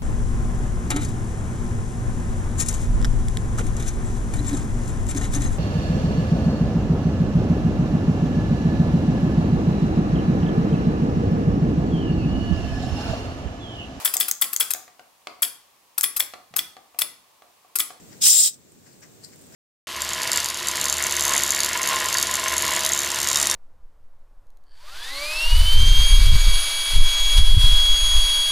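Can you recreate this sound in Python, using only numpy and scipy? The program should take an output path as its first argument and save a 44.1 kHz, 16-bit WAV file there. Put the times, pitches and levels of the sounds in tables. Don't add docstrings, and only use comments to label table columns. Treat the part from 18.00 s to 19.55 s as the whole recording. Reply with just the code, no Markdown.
import sys
import numpy as np
from scipy import signal
from scipy.fft import rfft, irfft
from scipy.io import wavfile
from scipy.ndimage import uniform_filter1d

SR = 44100
rng = np.random.default_rng(int(sys.argv[2]) if len(sys.argv) > 2 else 0)


def inscribe(sig):
    pcm = np.round(np.clip(np.atleast_2d(sig).T, -1, 1) * 32767)
    wavfile.write(sys.argv[1], SR, pcm.astype(np.int16))


N = 68355
TIME_S, FREQ_HZ = np.arange(N) / SR, np.fft.rfftfreq(N, 1 / SR)
FLUTTER_HZ, BAND_LIMIT_HZ = 157, 15780

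# (frequency [Hz], relative density [dB])
ROOM_SPECTRUM = [(20, -22), (48, -17), (85, -4), (140, 0.5), (290, -1), (450, -5), (950, -16.5),
                 (2000, -19.5), (3200, -20.5), (3800, -19.5), (5000, -19.5), (6600, -17), (8300, -19.5),
                 (8900, -27), (11000, -24), (13300, -24), (15400, -21)]
BUBBLE_SPECTRUM = [(1000, -30), (6800, -23), (8350, -6), (9000, -9), (12500, -25), (15000, -10)]
RUB_SPECTRUM = [(200, -25), (700, 0), (1200, -3), (1850, 5), (2900, -8), (4300, -13.5), (5500, 2),
                (7300, -6.5), (9000, -22.5), (15500, -16)]
SPURT_SPECTRUM = [(1000, -34.5), (3300, -21), (4000, -5.5), (4500, 2), (5400, -1), (6200, -13), (7400, -6),
                  (8200, -6.5), (9200, -8.5), (10200, -19), (11000, -15), (15500, -27)]
JET_SPECTRUM = [(30, -33.5), (170, -40), (650, -33), (1200, -34.5), (1450, -30.5), (2100, -25.5),
                (2800, -19), (3300, -10), (3800, -9.5), (4500, -8.5), (5100, -5), (5650, -6.5),
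                (6600, -4.5), (7700, -2.5), (8300, -3), (8800, -7.5), (9850, -17), (10800, -6.5),
                (12200, -18), (13600, -11.5), (14500, -11.5), (15700, -11)]
# (frequency [Hz], left-right correlation [-1..1])
ROOM_CORRELATION = [(50, 0), (300, 0.11), (1000, 0), (4000, 0)]
JET_CORRELATION = [(200, 0.25), (800, 0.98), (1500, 0.39), (2000, -0.17), (2700, 0.3), (3100, 0.88),
                   (3800, 0.78), (4400, -0.16), (5400, 0.33), (6700, -0.37), (7400, 0.031), (8200, -0.49),
                   (9500, 0.14), (15000, 0.15)]
# (peak time [s], rise [s], decay [s], rub [dB], spurt [dB])
CAP_TURNS = [(0.13, .014, 0.015, -49.5, -58), (0.866, 0.014, .05, -52, -56),
             (.93, 0.012, 0.026, -59.5, -60), (1.027, 0.0053, 0.026, -43.5, -74),
             (1.033, 0.0022, 0.0048, -48, -47.5), (1.24, 0.0077, 0.03, -55.5, -44),
             (1.2479, 0.0019, 0.0024, -66, -33.5), (1.335, 0.011, 0.01, -52, -55.5),
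             (1.546, 0.016, 0.013, -48, -56)]
# (time [s], relative level [dB])
BUBBLE_BURSTS = [(.18, -29), (.72, -22), (.872, -25), (1.287, -23), (1.359, -23), (1.391, -25),
                 (1.4125, -23), (1.422, -23), (1.4405, -26), (1.524, -25)]
# (frequency [Hz], left minus right [dB])
JET_PAN = [(1000, -2), (2050, 7), (2600, -14.5), (3100, 0.5), (3550, 1), (4300, 5.5), (5250, 0), (6600, 3),
           (8000, -1.5), (9000, -10), (9900, -3), (10800, 4.5), (13500, 1), (15500, 8)]
# (time [s], low [dB], 6 kHz band [dB], treble [dB])
JET_BAND_GAINS = [(.21, 10, 5, 1), (0.234, 3, 1.5, -1.5), (.272, 3, 2, 3), (0.309, 1, 5.5, 3),
                  (.345, 1, -1.5, 1.5), (.39, -1.5, -1, 0), (.44, -2, 1.5, -1.5), (.48, 2, -2, 1),
                  (0.531, 1.5, 2, -4)]
# (time [s], relative level [dB])
FLOW_ENVELOPE = [(.199, -67), (.21, -43.5), (.218, -24.5), (.24, -11.5), (.268, -5), (.3, -7.5),
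                 (.325, -9.5), (.36, -9), (.395, -9), (.44, -9.5), (.475, -12), (.497, -26), (.512, -40.5),
                 (.545, -40.5), (.563, -76)]
BUFFET_ENVELOPE = [(.205, -52), (.245, -45.5), (.278, -42), (.305, -76)]
WHISTLE_ENVELOPE = [(.25, -36), (.305, -6), (.328, -4), (.355, -5.5), (.378, -7), (.389, 0), (.41, -12),
                    (.47, -50), (.5, -65.5)]
# (frequency [Hz], width [Hz], boost [dB])
CAP_GAP_MODES = [(1445, 114, 3), (2050, 93, 3), (3847, 73, 4.5), (5210, 290, 5.5), (5280, 98, 2.5),
                 (5750, 88, 3.5)]
LEFT_PORT_MODES = [(7366, 396, 9.03), (8900, 200, 1.7)]
RIGHT_PORT_MODES = [(8347, 160, 11.24)]
# (left delay [s], right delay [s], level [dB])
REFLECTIONS = [(.0031, 0.0037, -17.5), (.0074, 0.005, -12), (0.0114, .0139, -23.5)]


def amp(db):
    return 10 ** (np.asarray(db) / 20)


def unit_rms(x):
    return x / np.sqrt(np.mean(x ** 2) + 1e-20)


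def over_hz(points):
    hz, value = np.transpose(points)
    return np.interp(np.log(FREQ_HZ + 1), np.log(hz), value)


def envelope(points):
    return amp(np.interp(TIME_S, *np.transpose(points), left=-np.inf, right=-np.inf))


def filtered(x, gain):
    return irfft(rfft(x) * gain, N)


def resonances(modes):
    return 1 + sum((amp(db) - 1) / (1 + 2j * (FREQ_HZ - hz) / width_hz) for hz, width_hz, db in modes)


def pan(left_db):
    return amp(np.array([[.5], [-.5]]) * left_db)


def noise(correlation=0):
    left, other = rng.standard_normal((2, N))
    shared = np.clip(correlation, -1, 1)
    return np.array([left, filtered(left, shared) + filtered(other, np.sqrt(1 - shared ** 2))])


def wobble(rate_hz):
    return unit_rms(filtered(rng.standard_normal(N), np.exp(-(FREQ_HZ / rate_hz) ** 2)))


def clicks(per_s, spread_db):
    size = amp(spread_db * np.minimum(rng.exponential(1, N), 4))
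    return unit_rms(size * (rng.random(N) < per_s / SR) * rng.standard_normal((2, N)))


def fluttering_noise(correlation, bands=9, depth_db=2.13):
    white = noise(correlation)
    centres_hz = np.linspace(0, BAND_LIMIT_HZ, bands)
    parts = (filtered(white, np.interp(FREQ_HZ, centres_hz, band)) for band in np.eye(bands))
    return unit_rms(sum(part * amp(depth_db * wobble(FLUTTER_HZ)) for part in parts))


def room_tone(level_db=-48):
    air = filtered(noise(over_hz(ROOM_CORRELATION)), amp(over_hz(ROOM_SPECTRUM)))
    return amp(level_db) * unit_rms(air)


def bubbles(fizz_db=-69, tick_db=-16.5, decay_s=0.0012):
    fizz = amp(fizz_db) * clicks(per_s=140, spread_db=6.5)
    bursts = sum(amp(db) * (TIME_S >= at_s) * np.exp(-abs(TIME_S - at_s) / decay_s)
                 for at_s, db in BUBBLE_BURSTS)
    ticks = amp(tick_db) * bursts * noise()
    return filtered(fizz + ticks, unit_rms(amp(over_hz(BUBBLE_SPECTRUM)))) * pan(left_db=-2.5)


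def cap_turns():
    rub_gain, spurt_gain = np.zeros((2, N))
    for peak_s, rise_s, decay_s, rub_db, spurt_db in CAP_TURNS:
        swell = np.exp(-np.maximum((peak_s - TIME_S) / rise_s, (TIME_S - peak_s) / decay_s))
        rub_gain = np.hypot(rub_gain, amp(rub_db) * swell)
        spurt_gain = np.hypot(spurt_gain, amp(spurt_db) * swell)
    rub = unit_rms(filtered(fluttering_noise(correlation=0.15), amp(over_hz(RUB_SPECTRUM))))
    spurt = unit_rms(filtered(fluttering_noise(correlation=0.18), amp(over_hz(SPURT_SPECTRUM))))
    return rub_gain * rub * pan(left_db=3) + spurt_gain * spurt * pan(left_db=6.5)


def gas_hiss(spray_db=-11, sputter_db=0.13):
    gas = fluttering_noise(over_hz(JET_CORRELATION))
    spray = amp(spray_db) * clicks(per_s=1800, spread_db=3)
    response = amp(over_hz(JET_SPECTRUM)) * resonances(CAP_GAP_MODES) * pan(over_hz(JET_PAN))
    jet = gap_colour(unit_rms(filtered(gas + spray, response)))
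    return jet * envelope(FLOW_ENVELOPE) * amp(sputter_db * wobble(FLUTTER_HZ))


def gap_colour(jet, low_hz=3030, mid_hz=5960, mid_width_hz=700, treble_hz=8900):
    times_s, *gains_db = np.transpose(JET_BAND_GAINS)
    low = 1 / (1 + (FREQ_HZ / low_hz) ** 10)
    mid = np.exp(-((FREQ_HZ - mid_hz) / mid_width_hz) ** 2)
    treble = 1 - 1 / (1 + (FREQ_HZ / treble_hz) ** 20)
    return jet + sum(filtered(jet, band) * (amp(np.interp(TIME_S, times_s, db)) - 1)
                     for band, db in zip((low, mid, treble), gains_db))


def buffet(centre_hz=159):
    bandpass = 1 / (1 + (FREQ_HZ / centre_hz - centre_hz / (FREQ_HZ + 1)) ** 2)
    return envelope(BUFFET_ENVELOPE) * unit_rms(filtered(noise(correlation=0.44), bandpass))


def whistle(centre_hz=7400, jitter_hz=161, flutter_db=2.23, gain_db=-10):
    pitch_hz = centre_hz + jitter_hz * wobble(rate_hz=336)
    tone = np.sin(2 * np.pi * np.cumsum(pitch_hz) / SR) * amp(flutter_db * wobble(rate_hz=250))
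    return tone * envelope(WHISTLE_ENVELOPE) * amp(gain_db) * pan(left_db=6)


def kitchen(x, wet_db=-15.5, t60_s=0.19, predelay_s=.002):
    comb = 1 + sum(amp(db) * np.exp(-2j * np.pi * FREQ_HZ * np.array([[left_s], [right_s]]))
                   for left_s, right_s, db in REFLECTIONS)
    tail_s = TIME_S[:SR // 2]
    tail = rng.standard_normal((2, len(tail_s))) * amp(-60 * tail_s / t60_s) * (tail_s > predelay_s)
    reverb = signal.fftconvolve(x, tail / np.linalg.norm(tail[0]), axes=1)[:, :N]
    return filtered(x, comb) + amp(wet_db) * reverb


def gain_control(x, threshold_db=-19, ratio=1.99, release_db_per_s=12.5):
    power_db = 10 * np.log10(abs(uniform_filter1d((x ** 2).mean(0), size=600)) + 1e-12)
    fall_db = TIME_S * release_db_per_s
    held_db = np.maximum.accumulate(power_db + fall_db) - fall_db
    excess_db = np.maximum(held_db - threshold_db, 0)
    return x / amp((1 - 1 / ratio) * uniform_filter1d(excess_db, size=400))


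def scene():
    return room_tone() + kitchen(bubbles() + cap_turns() + gas_hiss() + buffet() + whistle())


def record(dry):
    ports = np.array([resonances(LEFT_PORT_MODES), resonances(RIGHT_PORT_MODES)])
    ducked = gain_control(filtered(dry, ports))
    lowpass = signal.firwin(801, BAND_LIMIT_HZ, window=("kaiser", 9), fs=SR)
    return signal.oaconvolve(ducked, lowpass[None], "same")


dry = scene()
out = record(dry)
inscribe(out)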